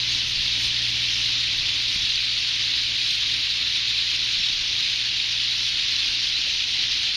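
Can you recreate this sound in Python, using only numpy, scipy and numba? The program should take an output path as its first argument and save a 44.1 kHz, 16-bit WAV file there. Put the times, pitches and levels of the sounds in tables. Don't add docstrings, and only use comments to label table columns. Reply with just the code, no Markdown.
import sys
import numpy as np
from scipy import signal
from scipy.fft import rfft, irfft
from scipy.io import wavfile
from scipy.ndimage import uniform_filter1d
from numba import njit

SR = 44100
rng = np.random.default_rng(int(sys.argv[2]) if len(sys.argv) > 2 else 0)


def materialize(psi):
    bounded = np.clip(np.atleast_2d(psi).T, -1, 1)
    quanta = np.round(bounded * 32767).astype(np.int16)
    wavfile.write(sys.argv[1], SR, quanta)


def level_to_linear(level):
    exponent = np.asarray(level, float) / 20
    return 10 ** exponent


N = 315756
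HZ = np.fft.rfftfreq(N, 1 / SR)

# frequency in Hz, level in dB per Hz.
FLOCK_COLOUR = [(530, -71), (900, -33.5), (1440, -20.5), (2570, -4.5), (3850, 1), (4360, -1.5), (5880, -13),
                (6840, -22.5), (7400, -32), (9620, -52), (16300, -120)]
# frequency in Hz, level in dB per Hz.
RASP_COLOUR = [(7000, -5.5), (8300, -3), (8670, 0), (9020, 1.5), (9400, -2.5), (9970, -9.5), (10400, -8),
               (11300, -7), (12400, -5.5), (13300, -13), (14250, -19)]
# start in seconds, length in seconds, start pitch in Hz,
# end pitch in Hz, level in dB.
SOLOS = [
    (0.083, 0.068, 6200, 6600, -34),
    (0.603, .1, 8900, 8700, -55),
    (3.08, .12, 8300, 8000, -51),
    (3.6, 0.61, 3830, 4050, -31),
    (4.348, 0.19, 5550, 5350, -33),
    (4.39, .1, 5300, 5530, -36),
    (4.442, 0.1, 3750, 3920, -28),
    (5.902, .12, 4000, 4200, -29),
    (6.15, .2, 4300, 4900, -30.5),
    (6.3, .1, 3900, 4100, -30),
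]
# time in seconds, share from 0 to 1.
OVERHEAD = [(0, 0.4), (1.2, 0), (2.2, 0.53), (3.0, 1), (4.1, 1), (4.6, 0.2), (5.3, 0.26), (7.16, 0.16)]
# middle in seconds, length in
# seconds, shrillness in dB, rasp in dB.
SQUABBLES = [(.13, .12, -1, 2), (.29, .12, 1.5, 3.5), (.63, .16, 0, 3.5), (.88, .16, 0, 2),
             (1.17, 0.23, 1.5, 0.5), (1.96, .14, 2.5, 2.5), (3.13, .2, 3, 3), (3.35, 0.43, 1.5, 1.5),
             (3.72, .16, 4, 1), (3.84, .1, 0, -2.5), (5.33, .12, 2.5, 0), (5.62, .3, 1.5, 2),
             (6.25, .2, 2, 0), (6.53, 0.12, 1.5, 1)]
# middle in seconds, length in seconds, change in dB.
LULLS = [(.27, 0.19, -0.5), (2.9, 0.13, -.8), (4.63, 0.36, -0.9), (5.24, 0.1, -1), (6.66, 0.061, -2)]
# time in seconds, pitch of its second tone in Hz,
# level of that tone in dB.
MOTOR_PATH = [
    (0, 120, -42),
    (.7, 117.7, -41.5),
    (1.3, 117.7, -43.5),
    (2.4, 115.3, -47.5),
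    (4.25, 115.1, -47.5),
    (4.55, 117.6, -48.5),
    (7.16, 117.6, -50),
]
# multiple of the turn rate, level in dB.
MOTOR_ORDERS = [(1, -6), (2, -3), (3, -14.5), (1.73, -14), (2.499, -21), (4, -29)]
# frequency in Hz, level in dB per Hz.
TRAFFIC_COLOUR = [(15, -31), (25, -4), (44, -2), (120, -4.5), (139, -5), (162, -9.5), (205, -11.5),
                  (292, -4), (409, -16.5), (518, -13), (667, -17), (1030, -12.5), (1200, -15.5),
                  (1400, -30), (1820, -48), (3080, -120)]
# middle in seconds, length in seconds, middle pitch in Hz, glide in Hz, peak in dB.
WHINE = [
    (6.07, 0.34, 790, 25, -63),
    (6.45, .7, 787, -16, -64),
    (6.756, .35, 787, -40, -59.5),
    (7.07, .22, 780, 15.5, -60),
]
# start in seconds, peak in dB, pitch in Hz, time to fall by 60 dB in seconds.
KNOCK = (6.4722, -38, 570, .03)
# middle in seconds, length in seconds, rise in dB.
GUSTS = [(.17, .3, 10), (.42, 0.35, 16), (.68, .2, 13), (.95, .2, 1), (1.2, .2, 5), (1.42, .16, 2),
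         (1.62, .18, 16), (2.0, .3, 7), (2.2, 0.28, 13), (2.9, .7, 1), (3.85, .5, -7), (4.2, .25, 4),
         (4.4, .14, 16), (4.58, 0.38, 12), (6.11, 0.12, 7)]
# time in seconds, peak in dB, pitch in Hz.
BUMPS = [
    (.24, -37, 130),
    (.40, -36, 80),
    (1.60, -41, 90),
    (1.962, -33, 135),
    (2.04, -36, 60),
    (4.40, -38, 110),
    (4.50, -42, 110),
    (6.10, -43, 50),
]
# time in seconds, peak in dB.
TICK = (1.577, -23)
# middle in Hz, width in Hz, depth in dB.
TREBLE_GAPS = [(7860, 215, -28), (9700, 65, -6), (10650, 200, -4.5), (11845, 95, -26)]
# frequency in Hz, limit in dB.
TREBLE_LIMIT = [(6500, -14), (7200, 0), (7600, 3), (8900, -3.5), (10300, 1.5), (11300, -1.5), (12600, -1.5),
                (13500, 4.5), (14200, 7)]

DIN_DB = -23.5
SURGE_DB, SURGE_PER_S = .2, 4
RING_OVERHEAD_DB, SHRILL_OVERHEAD_DB = 1, -2.5
LOW_OVERHEAD_DB = -0.7
RING_WANDER_DB, SHRILL_WANDER_DB, RASP_WANDER_DB = .7, .8, .2
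RASP_DB, RASP_FADE_DB_PER_S = -32, 0.06
TRAFFIC_DB, TRAFFIC_FOLLOWS = -49.5, 0.3
BREEZE_DB, BREEZE_WANDER_DB = -58.5, 2.5
LIMIT_WOBBLE_DB = 3
EDGE_S = .001


def rms_one(x):
    return x / np.sqrt(np.mean(x ** 2) + 1e-20)


def in_time(rows):
    s, *columns = np.transpose(rows)
    return [np.interp(np.arange(N) / SR, s, c) for c in columns]


def coloured(x, spectrum):
    bins = rfft(x)
    hz, level_db = np.transpose(spectrum)
    mean = np.sqrt(uniform_filter1d(np.abs(bins) ** 2, size=1500))
    gain = level_to_linear(np.interp(np.log(HZ + 1), np.log(hz), level_db, left=-120, right=-120))
    return rms_one(irfft(bins / mean * gain, N))


def band(x, low_hz, high_hz):
    return signal.sosfilt(signal.butter(2, [low_hz, high_hz], "band", fs=SR, output="sos"), x)


def drift(rate):
    r = np.exp(-80 * np.pi * rate / SR)
    slow = signal.lfilter([1], [1, -2 * r, r * r], rng.standard_normal(N // 40 + 2002))[2000:]
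    return np.interp(np.arange(N) / 40, np.arange(len(slow)), rms_one(slow))


def swells(rows, column):
    t = np.arange(N) / SR
    return sum(row[column] * np.cos(np.pi * np.clip((t - row[0]) / row[1], -.5, .5)) ** 2 for row in rows)


def flock():
    overhead, = in_time(OVERHEAD)
    churrs = calls(count=5000, spread_db=0.8, low_hz=1100.6, high_hz=6491,
                   length_s=.045, glide=.3, buzz_hz=70.14, rough=.3)
    chips = calls(count=8000, spread_db=2.2, low_hz=1501.4, high_hz=6494,
                  length_s=.011, glide=.6, buzz_hz=200.3, rough=.15)
    clacks = calls(count=2500, spread_db=3.0, low_hz=2500, high_hz=5005,
                   length_s=.0012, glide=.3, buzz_hz=300, rough=.1)
    whistles = calls(count=1800, spread_db=0.0, low_hz=2301, high_hz=5940,
                     length_s=.04, glide=.2, buzz_hz=39.4, rough=.05)
    voices = churrs + level_to_linear(0.5) * chips + level_to_linear(-6) * clacks + level_to_linear(-11) * whistles
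    voices = coloured(voices, [(500, 0), (15000, 0)])
    far = rng.standard_normal((2, N))
    din = coloured(voices + level_to_linear(-1.0) * far[0], FLOCK_COLOUR)

    tilt = overhead - .5
    shrill_db = SHRILL_OVERHEAD_DB * tilt + swells(SQUABBLES, column=2) + SHRILL_WANDER_DB * drift(4.9)
    ring_db = RING_OVERHEAD_DB * tilt + RING_WANDER_DB * drift(7)
    rasp_db = RASP_DB - RASP_FADE_DB_PER_S * np.arange(N) / SR
    rasp_db = rasp_db + swells(SQUABBLES, column=3) + RASP_WANDER_DB * drift(5.5)

    din = din + (level_to_linear(shrill_db) - 1) * band(din, 4880, 6700)
    din = din + (level_to_linear(ring_db) - 1) * band(din, 3680, 4270)
    din = din + (level_to_linear(LOW_OVERHEAD_DB * tilt) - 1) * band(din, 2500, 3400)
    rasp = coloured(voices + level_to_linear(-5.0) * far[1], RASP_COLOUR)
    level_db = DIN_DB + swells(LULLS, column=2) + SURGE_DB * drift(SURGE_PER_S)
    return level_to_linear(level_db) * (din + level_to_linear(rasp_db) * rasp)


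def calls(count, spread_db, low_hz, high_hz, length_s, glide, buzz_hz, rough):
    start, length, nearness, pitch, turn, buzz, depth, hoarse = rng.random((count, 8)).T
    starts = ((start * 1.04 - .04) * N).astype(np.int64)
    lengths = (length_s * (.4 + 1.2 * length) * SR).astype(np.int64)
    gains = level_to_linear(-spread_db * np.log(1 - .98 * nearness))
    pitches = low_hz * (high_hz / low_hz) ** pitch / SR
    glides = glide * (2 * turn - 1)
    buzzes = buzz_hz * 2 ** (2 * buzz - 1) / SR
    breath = rms_one(band(rng.standard_normal(SR), 40, 900))
    out = np.zeros(N)
    add_calls(out, starts, lengths, gains, pitches, glides, buzzes, depth ** .5, breath, rough * hoarse)
    return rms_one(out)


@njit
def add_calls(out, starts, lengths, gains, pitches, glides, buzzes, depths, breath, rough):
    for c in range(len(starts)):
        phase, n = 0., lengths[c]
        for i in range(max(0, -starts[c]), min(n, len(out) - starts[c])):
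            u = i / n
            shake = 1 + rough[c] * breath[(c * 977 + i) % len(breath)]
            phase += pitches[c] * (1 + glides[c] * (u - .5)) * shake
            chop = 1 - depths[c] * (i * buzzes[c] % 1)
            saw = phase % 1
            tone = 1 - 2 * saw * saw * (3 - 2 * saw) + .6 * saw * (1 - saw) - .1
            out[starts[c] + i] += gains[c] * np.sin(np.pi * u) * chop * chop * tone


def solos():
    out, t = np.zeros(N), np.arange(N) / SR
    for s, length_s, start_hz, end_hz, db in SOLOS:
        u = np.clip((t - s) / length_s, 0, 1)
        hz = (start_hz + (end_hz - start_hz) * u) * (1 + .02 * drift(29.4))
        tone = np.sin(2 * np.pi * np.cumsum(hz) / SR)
        out += level_to_linear(db) * np.sin(np.pi * u) * drift(90) * tone
    return out


def motor():
    second_hz, level_db = in_time(MOTOR_PATH)
    turns = np.cumsum(second_hz / 2 * (1 + 0.002 * drift(4.4))) / SR
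    out = np.zeros(N)
    for multiple, db in MOTOR_ORDERS:
        strength = level_to_linear(level_db + db + 0.76 * drift(3.0))
        out += strength * np.sin(2 * np.pi * (multiple * turns + rng.random()))
    return np.sqrt(2) * out


def street():
    motor_db = in_time(MOTOR_PATH)[1]
    rumble_db = TRAFFIC_DB + TRAFFIC_FOLLOWS * (motor_db - motor_db.mean()) + 1.07 * drift(7.4)
    out = level_to_linear(rumble_db) * coloured(rng.standard_normal(N), TRAFFIC_COLOUR)
    t = np.arange(N) / SR
    for s, length_s, hz, glide_hz, db in WHINE:
        u = np.clip((t - s) / length_s, -.5, .5)
        pitch = (hz + glide_hz * u) * (1 + 0.0077 * drift(15.6))
        swell = level_to_linear(db + 3 + 1.5 * drift(12)) * np.cos(np.pi * u) ** 2
        out += swell * np.sin(2 * np.pi * np.cumsum(pitch) / SR)
    knock_s, peak_db, knock_hz, fall_s = KNOCK
    since = np.maximum(t - knock_s, 0)
    fading = level_to_linear(peak_db - 60 * np.minimum(since / fall_s, 4))
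    return out + fading * np.sin(2 * np.pi * knock_hz * since)


def wind():
    gust_db = BREEZE_DB + swells(GUSTS, column=2) + BREEZE_WANDER_DB * drift(2.4)
    out = level_to_linear(gust_db) * rms_one(band(band(rng.standard_normal(N), 8.5, 54), 6.7, 60))
    t = np.arange(N) / SR
    for s, peak_db, hz in BUMPS:
        u = (t - s) * hz * 2 * np.pi
        out -= level_to_linear(peak_db) * 1.9 * u * np.exp(-u ** 2 / 2)
    return out


def tick():
    click = np.zeros(N)
    click[round(TICK[0] * SR)] = level_to_linear(TICK[1])
    return band(click, 4000, 13000)


def gated(x):
    hz, s, cells = signal.stft(x, SR, nperseg=2048)
    power = np.abs(cells) ** 2
    usual = uniform_filter1d(power.mean(axis=-1), size=25)[..., None]
    wobble = uniform_filter1d(rng.standard_normal((129, len(s))), 2)
    wobble = np.repeat(wobble, 8, axis=0)[:len(hz)]
    limit_db = np.interp(hz, *np.transpose(TREBLE_LIMIT), left=-200)[:, None] + LIMIT_WOBBLE_DB * wobble
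    kept = uniform_filter1d(power, size=2, axis=-2) > usual * level_to_linear(2 * limit_db)
    return signal.istft(cells * kept, SR, nperseg=2048)[1][..., :N]


def scene():
    return (flock() + motor() + street() + wind() + solos())[None]


def band_limit(x):
    return signal.sosfilt(signal.butter(12, 15900, fs=SR, output="sos"), x)


def record(dry):
    t = np.arange(N) / SR
    dry = dry * np.clip(np.minimum(t, t[-1] - t) / EDGE_S, 0, 1)
    gaps_db = sum(db * np.exp(-((HZ - hz) / width_hz) ** 2) for hz, width_hz, db in TREBLE_GAPS)
    response = level_to_linear(gaps_db) * (HZ < 14250)
    heard = gated(irfft(rfft(dry) * response, N)) + tick()
    return band_limit(heard)


dry = scene()
out = record(dry)
materialize(out)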